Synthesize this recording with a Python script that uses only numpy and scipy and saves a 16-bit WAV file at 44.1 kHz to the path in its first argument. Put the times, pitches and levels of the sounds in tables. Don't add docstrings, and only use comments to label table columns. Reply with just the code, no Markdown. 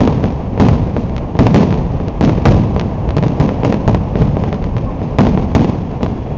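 import sys
import numpy as np
from scipy import signal
from scipy.fft import rfft, irfft, next_fast_len
from scipy.io import wavfile
from scipy.ndimage import uniform_filter1d

SR = 44100
rng = np.random.default_rng(int(sys.argv[2]) if len(sys.argv) > 2 else 0)


def pcm_store(signal):
    levels = np.round(np.clip(np.atleast_2d(signal), -1, 1) * 32767)
    wavfile.write(sys.argv[1], SR, levels.astype(np.int16).T)


N = 280917
TIME = np.arange(N) / SR

# (time [s], shock level [dB], compression length [ms], front cutoff [Hz],
# scatter level [dB], roll level [dB], facade echo delay [s], echo level re shock [dB])
LARGE_SHELLS = [(0.0056, 5.5, 4, 7000, -4.5, -3, .0701, 2.5), (0.5987, 10.5, 4.5, 7000, -2.5, 0, 0.087, 2),
                (1.3902, 12.5, 4.2, 7000, -3.5, 0, 0.078, -1),
                (1.5447, 13.5, 2, 9600, -3, -0.5, .0864, -10.5),
                (2.21, 7.5, 2.3, 5000, -3.5, -2.5, 0.085, -3.5),
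                (2.4544, 17, 1.53, 9000, -1.5, -0.5, 0.066, -11.5),
                (3.4, 6.5, 4.2, 7000, -6.5, -12, 0.091, -5), (3.6339, 2.5, 2, 1680, -8.5, -14, 0.091, 4.5),
                (3.6482, 7.5, 1.6, 6950, -8.5, -15.5, 0.094, -4),
                (3.8777, 12, 4.2, 7000, -10.5, -12, 0.069, -5),
                (4.1557, 1.5, 5.1, 1620, -13, -6.5, .0638, 5),
                (4.3689, 3, 3.3, 1290, -23, -7.5, 0.069, -1.5),
                (5.186, 13.5, 2, 5000, -1.5, -2.5, .0825, -9),
                (5.5502, 15.5, 1.6, 9440, -3, -3, 0.095, -12),
                (6.009, -5.5, 2.4, 1300, -18.5, -16, 0.054, 4.5)]
# (time [s], shock level [dB], compression length [ms], front cutoff [Hz],
# wall echo level re shock [dB])
SMALL_CHARGES = [(0.1799, -6, 1.8, 1300, -13), (0.2405, 3.5, 3.7, 1870, -12), (0.5769, 2, 1.5, 1250, -24),
                 (0.731, -7, 1.4, 2700, -15), (0.9657, 2, 2.3, 1900, -27), (1.096, -10, 0.12, 2700, -21),
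                 (1.1649, -6, 0.23, 6000, 1.5), (1.3527, -1, 3.6, 900, -14), (1.7067, -6, 0.15, 4000, -12),
                 (1.7263, 0, 4.9, 2700, -9), (2.0015, -3, 1.5, 1300, -23), (2.0832, -9.5, 1.3, 9000, -18),
                 (2.2495, -0.5, 0.11, 7040, -18.5), (2.7635, 1.5, 1.9, 1870, -24),
                 (2.7964, 1.5, 0.17, 6000, -5.5), (3.0907, -7, 1.9, 4000, 1.5), (3.1671, 4, 1.9, 8000, -5),
                 (3.2267, 1.5, 4.9, 2000, -16), (3.2368, 0.5, 7.7, 2700, -24),
                 (3.2824, -9.5, .2, 8900, -17), (4.528, 0.5, 0.49, 2720, -10), (4.6258, -10, 2, 2700, 4.5),
                 (4.7666, -2, 4.1, 2700, -7), (5.017, -3, 3.9, 1180, -19), (5.375, 4.5, 1.6, 1300, -25),
                 (6.031, 1.5, 2.8, 7000, -18)]
# (delay [s], level [dB], lower band edge [Hz], upper band edge [Hz])
NEAR_REFLECTORS = [(.0046, -4, 423, 1038), (0.0168, -16, 382, 1530)]
# (frequency [Hz], level [dB])
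MIC_RESPONSE = [(60, -2.5), (150, 2.5), (260, -2.5), (420, 2.5), (1000, 1.5), (1400, -2), (2000, 0.5),
                (2700, 1.5), (5000, 0.5), (7000, 0)]
# (frequency [Hz], level [dB])
SCATTER_SPECTRUM = [(30, -28.5), (70, -8.5), (130, 4), (240, 4.5), (350, -6), (470, -5), (600, -12),
                    (950, -16.5), (1400, -35.5), (2500, -30.5), (4000, -39), (6500, -43.5)]
ROLL_SPECTRUM = [(25, -22.5), (60, -4), (150, 3), (230, -2), (360, -10.5), (550, -15.5), (1000, -21),
                 (1400, -33), (2600, -37), (6500, -49.5)]
# (time [s], level [dB])
DEEP_THUDS = [(0.7, -10.5), (1.142, -19), (1.41, -16), (1.78, -16.5), (2.01, -21), (2.47, -5), (3.068, -13),
              (3.72, -25.5), (3.86, -11), (4.195, -9), (4.604, -14), (4.745, -14.5), (5.27, -19)]
# (time [s], level [dB])
RUMBLE_ENVELOPE = [(0.0, -18), (0.3, -25.5), (2.68, -18.5), (2.82, -22.5), (5.06, -23), (5.48, -21),
                   (5.68, -27.5), (6.37, -23)]
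# (frequency [Hz], level [dB])
RUMBLE_SPECTRUM = [(18, -20), (28, -7.5), (46, -6), (72, -4), (105, -4.5), (170, -12.5), (300, -33)]
ROAR_SPECTRUM = [(80, -8.5), (150, 2.5), (250, -1.5), (360, -8.5), (480, -7.5), (750, -11.5), (1050, -17),
                 (1400, -31.5), (2000, -32.5), (2700, -33.5), (3700, -44.5), (6500, -52.5)]
# (start [s], end [s], pitch [Hz], pitch spread [Hz], level [dB])
WHISTLE_TONES = [(4.85, 4.92, 1070, 28, -27), (5.25, 6.6, 3335, 8, -60)]


def shock(db, compression_ms, front_hz):
    age = TIME[:SR // 20] / (compression_ms / 1000)
    wave = -from_db(db) * (1 - age) * np.exp(-age)
    pole = np.exp(-2 * np.pi * front_hz / SR)
    return signal.lfilter([(1 - pole) ** 2], [1, -2 * pole, pole * pole], wave + 1e-18)


def bursts():
    fronts, echoes = [], []
    for s, db, ms, front_hz, _, _, delay_s, echo_db in LARGE_SHELLS:
        fronts.append((s, shock(db, ms, front_hz)))
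        facade_echo = shock(db + echo_db, compression_ms=1.5, front_hz=2000)
        echoes.append((s + delay_s, facade_echo))
    for s, db, ms, front_hz, echo_db in SMALL_CHARGES:
        fronts.append((s, shock(db, ms, front_hz)))
        wall_slap = shock(db + echo_db, compression_ms=0.31, front_hz=3950)
        echoes.append((s + 0.0156, wall_slap))
    out, bounced = np.zeros((2, N))
    for s, front in fronts:
        add(out, s, diffuse(front, t60=0.038, roughness=0.33))
        add(bounced, s, diffuse(front, t60=0.093, roughness=0.71))
    for s, echo in echoes:
        add(out, s, diffuse(echo, t60=0.045, roughness=0.56))
    for delay_s, db, low_hz, high_hz in NEAR_REFLECTORS:
        reflected = cut(cut(bounced, low_hz, "high"), high_hz, "low", order=4)
        add(out, delay_s, from_db(db) * reflected)
    return out


def diffuse(x, t60, roughness):
    t = TIME[:SR // 10]
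    spray = rng.standard_normal(len(t)) * from_db(-60 * t / t60)
    spray *= roughness / np.sqrt(np.sum(spray ** 2))
    spray[0] += 1
    return signal.fftconvolve(x, spray)[:N]


def reverberation(spectrum, shells, rise_s, t60, echoes_per_s, clump_db=2.5, first_echo_s=0.004):
    charges = [(s, db - 21 + 2.17 * np.log2(ms)) for s, db, ms, _, _ in SMALL_CHARGES]
    onsets = [(s + first_echo_s, db) for s, db in [*shells, *charges]]
    echoes = rng.standard_normal(N) * (rng.random(N) < echoes_per_s / SR)
    echoes *= from_db(clump_db * drift(50))
    return steady(colour(echoes, spectrum)) * swells(onsets, rise_s, t60)


def far_shells(per_s, db, spread_db, front_hz):
    out = np.zeros(N)
    for when, weakness, length in rng.random((int(per_s * N / SR), 3)):
        add(out, when * N / SR, shock(db - spread_db * weakness, 0.5 + 2 * length, front_hz))
    return diffuse(out, t60=0.092, roughness=1.1)


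def rumble(bass_db, throb_db, roar_db, flutter_db):
    bed_db = np.interp(TIME, *np.transpose(RUMBLE_ENVELOPE)) + bass_db + throb_db * drift(8)
    thuds = swells(DEEP_THUDS, rise_s=0.0045, t60=0.77)
    busy_db = 2.5 * np.exp(-(TIME - 3.55) ** 2)
    roar_gain = from_db(roar_db + busy_db + flutter_db * drift(19))
    bass = steady(colour(rng.standard_normal(N), RUMBLE_SPECTRUM))
    roar = steady(colour(rng.standard_normal(N), ROAR_SPECTRUM))
    return np.hypot(from_db(bed_db), thuds) * bass + roar_gain * roar


def whistles(fade_s=0.026, flicker_db=2.3):
    out = np.zeros(N)
    for start, end, hz, waver_hz, db in WHISTLE_TONES:
        gate = np.clip(np.minimum(TIME - start, end - TIME) / fade_s, 0, 1)
        phase = 2 * np.pi * np.cumsum(hz + waver_hz * drift(40)) / SR
        out += gate * from_db(db + flicker_db * drift(8.6)) * np.sin(phase)
    return out


def swells(events, rise_s, t60):
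    shape = from_db(-60 * TIME / t60) * (1 - np.exp(-TIME / rise_s))
    power = np.zeros(N)
    for s, db in events:
        add(power, s, (from_db(db) * shape) ** 2)
    return np.sqrt(power)


def colour(x, spectrum):
    size = next_fast_len(N + SR // 2) * 2
    hz, db = np.transpose(spectrum)
    bin_hz = np.maximum(np.fft.rfftfreq(size, 1 / SR), 1)
    octaves_outside = np.maximum(np.log2(hz[0] / bin_hz), 0) + np.maximum(np.log2(bin_hz / hz[-1]), 0)
    gain_db = np.interp(np.log(bin_hz), np.log(hz), db) - 12 * octaves_outside
    gain = rms_one(from_db(gain_db))
    cepstrum = irfft(np.log(gain), size)[:size // 2]
    cepstrum[1:] *= 2
    return irfft(rfft(x, size) * np.exp(rfft(cepstrum, size)), size)[:N]


def steady(x):
    power = np.abs(uniform_filter1d(x * x, SR // 10))
    return x / np.sqrt(power + 1e-12)


def drift(hz):
    return rms_one(cut(rng.standard_normal(N + SR), hz, "low")[SR:])


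def cut(x, hz, kind, order=2):
    return signal.sosfilt(signal.butter(order, hz, kind, fs=SR, output="sos"), x + 1e-18)


def add(track, s, sound):
    at = int(np.clip(round(s * SR), 0, N - 1))
    track[at:at + len(sound)] += sound[:N - at]


def rms_one(x):
    return x / np.sqrt(np.mean(x ** 2) + 1e-20)


def from_db(db):
    return 10 ** (np.asarray(db) / 20)


def scene():
    times, _, _, _, scatter_db, roll_db, _, _ = np.transpose(LARGE_SHELLS)
    fronts = bursts() + far_shells(per_s=13, db=-13.5, spread_db=13.5, front_hz=1600)
    shocks = cut(colour(fronts, MIC_RESPONSE), 75, "high")
    scatter = reverberation(SCATTER_SPECTRUM, zip(times, scatter_db),
                            rise_s=0.0016, t60=0.55, echoes_per_s=1600)
    roll = reverberation(ROLL_SPECTRUM, zip(times, roll_db), rise_s=0.022, t60=1.386, echoes_per_s=6000)
    background = rumble(bass_db=1.5, throb_db=1.5, roar_db=-23, flutter_db=1.03) + whistles()
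    hiss = from_db(-56) * rng.standard_normal(N)
    mix = from_db(-4) * shocks + from_db(-1.5) * scatter + from_db(-7.5) * roll + background + hiss
    return mix[None]


def record(dry):
    overload, ceiling = 0.703, 0.71
    clipped = np.clip(cut(dry, 6850, "low", order=16), -overload, overload)
    smoothed = signal.sosfiltfilt(signal.butter(16, 7300, fs=SR, output="sos"), clipped)
    reclipped = np.clip(smoothed, -ceiling, ceiling)
    return signal.sosfilt(signal.cheby1(10, 0.1, 16000, fs=SR, output="sos"), reclipped)


dry = scene()
out = record(dry)
pcm_store(out)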